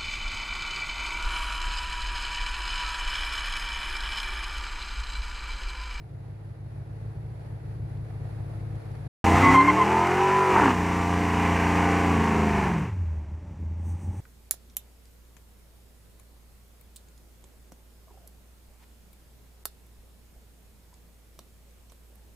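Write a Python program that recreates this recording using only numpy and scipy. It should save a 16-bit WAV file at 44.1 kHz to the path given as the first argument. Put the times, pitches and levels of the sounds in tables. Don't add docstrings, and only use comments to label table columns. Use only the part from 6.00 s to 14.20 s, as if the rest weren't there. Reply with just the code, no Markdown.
import sys
import numpy as np
from scipy import signal
from scipy.fft import rfft, irfft
from scipy.io import wavfile
from scipy.ndimage import uniform_filter1d, minimum_filter1d, map_coordinates

SR = 44100
rng = np.random.default_rng(int(sys.argv[2]) if len(sys.argv) > 2 else 0)


def wrap_up_sound(samples):
    columns = np.atleast_2d(samples).T
    tamed = np.clip(columns, -1, 1)
    steps = np.round(tamed * 32767).astype(np.int16)
    wavfile.write(sys.argv[1], SR, steps)


N = 361821
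T = np.arange(N) / SR
SALOON_END_S, SUV_START_S = 3.08, 3.242
TOP_HZ = 15750

# time in seconds, engine cycles in Hz.
SUV_REVS = [(3.25, 28.2), (3.42, 31), (3.93, 42.1), (4.22, 46.7), (4.38, 47.9), (4.52, 46.7), (4.7, 31.3),
            (4.79, 29.3), (5.1, 29.2), (5.44, 28.7), (5.98, 29.35), (6.274, 27.4), (6.458, 26.6),
            (6.6, 24.8), (6.78, 19.8), (6.93, 12), (7.07, 10.2), (7.27, 9.3), (7.5, 11), (7.68, 10.1),
            (8.2, 11.4)]
# time in seconds, level in dB.
THROTTLE = [(4.68, -4.5), (4.8, -3.5), (5.3, -3.5), (5.42, 0), (5.87, -0.5), (6.65, -3), (6.87, -14.5),
            (6.96, -29), (7.15, -31.5), (7.4, -37)]
# start in seconds, end in seconds, then dB added to exhaust beat, rasp, tyre hiss, uneven combustion.
STRAINS = [(3.147, 3.574, 6.5, 6, 7, 11), (3.587, 4.524, 1.5, 4, 1.5, -1.5), (4.515, 4.722, 3.5, 7, 3.5, 8),
           (6.116, 6.925, 1, 0, -1, 6), (7.85, 8.4, 1.5, 2.5, 1.5, 2.5)]
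STRAIN_EDGE_S = 0.045
BEAT_DB, ROUGH_DB, RASP_DB, HISS_DB = -1.7, -43.5, -27, -44.5
SPIN_HZ = 27.9
FIRING_ORDER = 8
FLUTTER_DB = 1.2
# frequency in Hz, level in dB.
FIRING_PIPE = [(70, -16), (80, -16.5), (88, -16), (100, -23), (125, -31), (163, -23.5), (192, -32),
               (207, -25.5), (224, -28.5), (236, -38.5), (252, -23.5), (280, -20), (310, -28), (335, -37),
               (358, -26.5), (374, -25)]
# multiple of the cycle rate, level in first gear in dB, level in second gear in dB.
BEAT_ORDERS = [(2, -5, -5), (3, 4, 3.5), (4, -2.5, -1.5), (5, 4, -2), (6, -5.5, 7.5), (7, 2.5, -1.5),
               (9, 10.5, 1.5), (10.03, 5.5, 8.5), (11, 11, 5), (12, -3, -17), (13, 1.5, 0.5), (14, 4.5, 1),
               (15, -7, 5), (16, 8, 6.5), (17, 6.5, -21), (18, 1, -1.5), (19, 2.5, 6.5), (20, 1.5, -18),
               (22, 3.5, -20), (23, 2, 1), (24, 3.5, 0.5), (26.1, 4, -0.5), (27, 0, 4.5), (28, 5.5, -2),
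               (29, 8, 0.5), (32, 2, -3), (33, -15, -0.5), (35, -4, 3.5), (40, -11, 4.5)]
BLASTS = [(0, 1), (.345, .9), (.64, .8)]
# frequency in Hz, level in dB.
SUV_PIPE = [(30, -62.5), (58, -36), (86, -30.5), (118, -40.5), (145, -40.5), (175, -35.5), (205, -35),
            (250, -54.5), (290, -39), (335, -48), (380, -40), (480, -48.5), (590, -51.5), (650, -51.5),
            (700, -38), (745, -51.5), (795, -37), (850, -47), (910, -37), (955, -51), (1010, -38),
            (1070, -45), (1130, -51.5), (1230, -44), (1400, -44.5)]
# frequency in Hz, level in dB.
RUMBLE_PIPE = [(35, -20.5), (55, 0.5), (110, -2), (145, 1.5), (180, -2.5), (215, 2), (245, -10.5),
               (290, -5.5), (450, -20.5)]
UPSHIFT_S, UPSHIFT_LENGTH_S = 4.66, 0.2
BARK_S, BARK_RISE_S, BARK_DB = 5.75, 0.08, 2.5
# strength in dB, lateness in firing intervals.
CYLINDERS = [(-2, 0), (1.5, 0.079), (1, -0.047), (1.5, 0.072), (-6, -0.021), (2.5, -.04), (-2.5, 0.078),
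             (4, -0.042)]
# start in seconds, end in seconds, level change in dB.
STUMBLES = [(0.08, 0.178, -2.5), (0.563, 0.627, -1.5), (1.7, 1.97, 1), (2.042, 2.14, -2.5),
            (2.62, 2.78, 0.5), (2.788, 2.853, -5.5), (7.2, 7.318, -8), (7.373, 7.612, -10),
            (7.532, 7.567, -8), (7.8, 8.12, 1.5), (7.966, 8.054, -8.5), (8.125, 8.157, -13)]
STUMBLE_EDGE_S = .04
# frequency in Hz, level in dB.
RASP = [(200, -9), (420, 2), (590, -9.5), (700, -0.5), (800, 2), (920, 7), (1110, 4.5), (1280, -2.5),
        (1600, -1.5), (2050, -1), (2500, -5), (2950, -9.5), (3380, -25), (6000, -31.5)]
# frequency in Hz, level in dB.
HOWL = [(640, -70), (830, -33), (895, -23.5), (938, -34.5), (975, -28), (997, -22.5)]
# multiple of the cycle rate, level in dB.
HOWL_ORDERS = [(21, 0), (23, -7)]
HOWL_TOP_HZ = 1020
# start in seconds, noise envelope peak in dB before the ring.
POPS = [(4.561, -10), (4.583, -14), (4.597, -13), (4.619, -12), (4.635, -15), (4.656, -14), (4.679, -16)]
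# frequency in Hz, level in dB.
POP_RING = [(150, -4), (340, 15.5), (590, 2), (910, 17), (1300, 10.5), (1900, 2), (2900, -27), (3500, -35)]
POP_DECAY_S = 0.0059
# start in seconds, length in seconds, first pitch in Hz, last pitch in Hz,
# level in dB, nominal octave level in dB relative to the tone.
SQUEALS = [(3.253, 0.14, 1005, 1035, -25, -10.5), (3.425, 0.11, 1018, 1000, -32.5, 10),
           (3.429, 0.088, 1103, 1083, -15.5, -13), (3.539, 0.088, 1051, 1042, -12, -10),
           (3.622, 0.06, 1050, 1052, -25.5, -4), (3.675, 0.035, 1052, 1050, -13.5, -10.5),
           (3.768, 0.026, 1100, 1085, -19, -20), (3.793, 0.044, 1046, 1022, -16.5, -12.5),
           (4.572, 0.032, 923, 900, -19.5, -17), (5.83, 0.24, 1497, 1490, -38, -21)]
# level offset in dB, flutter in dB.
SQUEAL_PARTS = [(-1.2, 1.4), (-2, 2.7), (-27.5, 3.8), (-31, 2.9)]
# frequency in Hz, level in dB.
SKID = [(950, -7), (1270, 5.5), (1550, -7), (2150, -3.5), (2450, -7), (2900, -16)]
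SKID_START_S, SKID_END_S, SKID_DB = 3.34, 3.57, -26.5
# frequency in Hz, level in dB.
HISS = [(2500, 0.5), (3400, -2.5), (4000, -5.5), (5370, -5), (5910, -1), (6460, -5), (6970, -4),
        (8500, -8.5), (9690, -11), (10700, -24), (11700, -17), (15500, -21.5)]
# frequency in Hz, level in dB.
SIZZLE = [(4800, -21), (6000, 2), (7000, -5), (8800, 3), (9700, -9.5), (10600, -13), (15000, -12)]
# frequency in Hz, level in dB.
DRONE = [(600, -19), (830, 10), (950, -9), (1250, -16)]
ROLL_ON_S, ROLL_RISE_S, SIZZLE_DB, DRONE_DB = 7.73, 0.22, -65, -58

# time in seconds, engine cycles in Hz.
LOPE = [(0, 6.68), (.35, 6.53), (.7, 6.53), (1.1, 6.76), (2.65, 6.6), (3.1, 6.72)]
# frequency in Hz, level in dB.
SALOON_PIPE = [(25, -55), (40, -12), (52, -7), (68, 3), (84, -0.5), (94, 2), (106, 6.5), (122, 2), (143, 3),
               (162, -8), (230, -20), (400, -22), (800, -45)]
# frequency in Hz, level in dB.
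BAY = [(170, -11), (350, -7), (470, -5), (780, -6.5), (1050, -15), (1900, -18), (2500, -23.5),
       (3000, -29.5), (4500, -29.5), (5600, -36), (8500, -39.5), (10500, -31), (13000, -45)]
# frequency in Hz, level in dB.
BELT = [(322, 2), (440, -2), (458, -1.5)]
SALOON_DB, BAY_DB, BELT_DB = -39, -56, -64.5
APPROACH_DB_PER_S, BAY_DB_PER_S = 2, 2.5
# start in seconds, noise envelope peak in dB before the ring.
TICKS = [(1.9718, -50), (2.7544, -46), (2.9155, -47), (2.9524, -47)]
# frequency in Hz, level in dB.
TICK_RING = [(400, 7), (700, 4), (2000, -9), (4200, -5), (5500, -9)]
TICK_DECAY_S = .004

# frequency in Hz, level in dB.
STREET = [(30, 7.5), (100, 4), (200, -6), (330, -7), (480, -10.5), (580, -4), (700, -12), (860, -6),
          (1200, -18.5), (2500, -25.5), (4000, -58)]
STREET_DB = -51.0


def suv():
    cycle_hz, throttle_db = curves(SUV_REVS) + curves(THROTTLE)
    boom_db, snarl_db, scrub_db, uneven_db = strains()
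    slowing_db = 20 * np.log10(np.minimum(cycle_hz / SPIN_HZ, 1))
    cycle = np.cumsum(cycle_hz) / SR
    firing_db = response(FIRING_PIPE, FIRING_ORDER * cycle_hz) + 0.39 * throttle_db
    firing_db = firing_db + FLUTTER_DB * walk(30) + stumbles()
    beat_db = BEAT_DB + boom_db + 0.35 * throttle_db + 1.1 * slowing_db
    rough_db = ROUGH_DB + uneven_db + .45 * slowing_db
    rasp_db = RASP_DB + throttle_db + snarl_db
    hiss_db = HISS_DB + scrub_db + 0.43 * throttle_db + 1.25 * slowing_db
    turn = 2 * np.pi * (cycle + undb(.5 * rough_db - 32) * walk(60))
    engine = exhaust(cycle, turn, firing_db, beat_db, rough_db, throttle_db)
    engine = engine + intake(cycle, cycle_hz, turn, rasp_db)
    crackle = bursts(POPS, POP_DECAY_S, POP_RING)
    return engine + crackle + squeal() + skid() + tyre_hiss(hiss_db) + roll_on() + street()


def exhaust(cycle, turn, firing_db, beat_db, rough_db, throttle_db):
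    tone = -np.sqrt(2) * np.cos(FIRING_ORDER * turn)
    beat = colour(np.sqrt(2) * bank_beat(turn, throttle_db), SUV_PIPE)
    return beat * undb(beat_db) + tone * undb(firing_db) + rumble(cycle) * undb(rough_db)


def bank_beat(turn, throttle_db):
    shifted = np.clip((T - UPSHIFT_S) / UPSHIFT_LENGTH_S + .5, 0, 1)
    bark_db = BARK_DB * np.clip((T - BARK_S) / BARK_RISE_S + .5, 0, 1)
    flicker_db = 1.5 - .6 * shifted
    beat = 0
    for multiple, first_db, second_db in BEAT_ORDERS:
        order = round(multiple)
        db = first_db + shifted * (second_db - first_db) + bark_db * (multiple > 10)
        db = db + 0.0086 * multiple * throttle_db
        db = db + flicker_db * (1 + multiple / 20) * walk(24)
        lead = np.angle(sum(size * np.exp(-2j * np.pi * order * place) for place, size in BLASTS))
        trail = .011 * multiple ** 2
        beat = beat - undb(db) * np.cos(order * turn + lead - trail)
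    return beat


def rumble(cycle):
    burns = firings(cycle, scatter_db=-0.5, jitter=.05) * noise() / np.sqrt(np.gradient(cycle))
    return unit(colour(silencer(burns), RUMBLE_PIPE))


def intake(cycle, cycle_hz, turn, rasp_db, count=4):
    gate = puffs(cycle, depth=.11, lump=.1) * undb(1.3 * walk(300))
    share = .7
    fresh = noise()
    gas = sum(share ** k * np.interp(cycle - k, cycle, fresh) for k in range(count))
    rasp = unit(colour(gas * gate, RASP))
    howl = 0
    for order, db in HOWL_ORDERS:
        hz = order * cycle_hz
        level = undb(db + response(HOWL, hz) + walk(70)) * (hz < HOWL_TOP_HZ)
        howl = howl + np.sin(round(order) * turn) * level
    return rasp * undb(rasp_db) + np.sqrt(2) * howl


def squeal(edge_s=.018, sag_db=3.0):
    out = np.zeros(N)
    wobble = 1 + .011 * walk(330) + .0035 * walk(70)
    parts = [undb(part_db + flutter_db * walk(170)) for part_db, flutter_db in SQUEAL_PARTS]
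    for start, length, first_hz, last_hz, db, octave_db in SQUEALS:
        i = np.flatnonzero((T > start - edge_s) & (T < start + length + edge_s))
        t = T[i] - start
        hz = np.interp(t, [0, length], [first_hz, last_hz]) * wobble[i]
        turn = 2 * np.pi * np.cumsum(hz) / SR
        edges = np.clip(np.minimum(t, length - t) / edge_s + .5, 0, 1)
        grip = edges * undb(-sag_db * (2 * t / length - 1) ** 2)
        bite = undb(0.45 * (db + 8.0))
        sizes = [1, undb(octave_db), bite ** 2, bite ** 3]
        wave = sum(part[i] * size * np.sin(k * turn) for k, (part, size) in enumerate(zip(parts, sizes), 1))
        out[i] += np.sqrt(2) * wave * grip * undb(db)
    return out + scatter(out)


def scatter(x):
    tail = (noise() * np.exp(-T / .025))[:SR // 5]
    return signal.fftconvolve(x, tail / np.linalg.norm(tail))[:N] * undb(-13)


def skid():
    return unit(colour(noise(), SKID)) * span(SKID_START_S, SKID_END_S, STRAIN_EDGE_S) * undb(SKID_DB)


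def tyre_hiss(hiss_db):
    return unit(colour(noise() * undb(0.47 * walk(120)), HISS)) * undb(hiss_db)


def roll_on():
    rolling = np.clip((T - ROLL_ON_S) / ROLL_RISE_S, 0, 1)
    sizzle = unit(colour(noise(), SIZZLE)) * undb(SIZZLE_DB + 2.5 * walk(22))
    drone = unit(colour(noise(), DRONE)) * undb(DRONE_DB)
    return (sizzle + drone) * rolling


def saloon():
    cycle = np.cumsum(curves(LOPE)[0]) / SR
    near_s = np.minimum(T, SALOON_END_S)
    front = (engine_bay(cycle) + belt_drive()) * undb(BAY_DB_PER_S * near_s)
    return saloon_exhaust(cycle, near_s) + front + bursts(TICKS, TICK_DECAY_S, TICK_RING)


def saloon_exhaust(cycle, near_s):
    pulses = silencer(firings(cycle, scatter_db=2.5, jitter=0.029), delay_s=0.00903, feedback=0.6)
    pipes = unit(colour(pulses, SALOON_PIPE))
    pipes = pipes * undb(SALOON_DB + APPROACH_DB_PER_S * near_s + stumbles())
    lag_s = .00038
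    pan_db = np.interp(T, [1.2, 2.7], [.2, 1.9])
    return np.array([np.interp(T - lag_s, T, pipes) * undb(pan_db / 2), pipes * undb(-pan_db / 2)])


def engine_bay(cycle):
    valves = puffs(cycle, depth=0.056, lump=0.074)
    rustle = np.array([unit(colour(noise() * valves, BAY)) for _ in range(2)])
    return rustle * undb(BAY_DB + 0.64 * walk(11))


def belt_drive():
    hum = 0
    for hz, db in BELT:
        turn = 2 * np.pi * np.cumsum(hz * (1 + 0.0056 * walk(12))) / SR
        hum = hum + undb(db + 1.4 * walk(6.65)) * np.sin(turn)
    return hum * undb(BELT_DB)


def street():
    return unit(colour(noise(), STREET)) * undb(STREET_DB + walk(3.6))


def firings(cycle, scatter_db, jitter, count=8):
    k = np.arange(int(cycle[-1] * count))
    db, late = np.array(CYLINDERS)[k % count].T
    chance = rng.standard_normal((len(k), 2))
    at = np.interp((k + late + jitter * chance[:, 0]) / count, cycle, np.arange(N))
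    return np.bincount(at.astype(int), undb(db + scatter_db * chance[:, 1]), N)[:N]


def puffs(cycle, depth, lump, count=8):
    return np.exp(depth * np.cos(2 * np.pi * count * cycle) + lump * np.cos(2 * np.pi * 3 * cycle))


def silencer(x, delay_s=.013, feedback=.5):
    size = 2 ** 19
    trip = np.exp(-2j * np.pi * np.arange(size // 2 + 1) * SR / size * delay_s)
    return irfft(rfft(x, size) * (trip - feedback) / (1 - feedback * trip))[:N]


def bursts(rows, decay_s, points):
    level = sum((T >= start) * np.exp(-np.abs(T - start) / decay_s) * undb(db) for start, db in rows)
    return colour(level * noise(), points)


def stumbles():
    return sum(db * span(start, end, STUMBLE_EDGE_S) for start, end, db in STUMBLES)


def strains():
    return sum(np.outer(dbs, span(start, end, STRAIN_EDGE_S)) for start, end, *dbs in STRAINS)


def span(start, end, edge_s):
    return np.clip(np.minimum(T - start, end - T) / edge_s + .5, 0, 1)


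def response(points, hz):
    return np.interp(hz, *np.transpose(points))


def colour(x, points):
    size = 2 ** 19
    hz, db = np.transpose(points)
    octave = np.log2(np.maximum(np.arange(size // 2 + 1) * SR / size, 1))
    beyond = np.abs(octave - np.clip(octave, np.log2(hz[0]), np.log2(hz[-1])))
    gain_db = np.interp(octave, np.log2(hz), db) - 20 * np.minimum(beyond, 2)
    cepstrum = irfft(np.log(undb(gain_db)))
    cepstrum[1:size // 2] *= 2
    cepstrum[size // 2 + 1:] = 0
    return irfft(rfft(x, size) * np.exp(rfft(cepstrum)))[:N]


def noise():
    return rng.standard_normal(N)


def walk(rate_hz):
    points = rng.standard_normal(4096)
    coarse_s = T[::16]
    return np.interp(T, coarse_s, map_coordinates(points, [coarse_s * rate_hz], order=3, mode="wrap"))


def curves(table):
    s, *columns = np.transpose(table)
    return [np.interp(T, s, c) for c in columns]


def undb(db):
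    return 10 ** (np.asarray(db) / 20)


def unit(x):
    return x / np.sqrt(np.mean(x ** 2))


def scene():
    first = np.clip((SALOON_END_S - T) / 0.0062, 0, 1)
    second = np.clip((T - SUV_START_S) / 0.00039, 0, 1)
    return saloon() * first + suv() * second


def record(dry):
    ceiling = .51
    gain = np.minimum(1, ceiling / (np.abs(dry).max(axis=0) + 1e-9))
    gain = uniform_filter1d(minimum_filter1d(gain, size=200), size=200)
    low_pass = signal.ellip(10, .2, 70, TOP_HZ, fs=SR, output="sos")
    return signal.sosfilt(low_pass, dry * gain)


dry = scene()
out = record(dry)
wrap_up_sound(out)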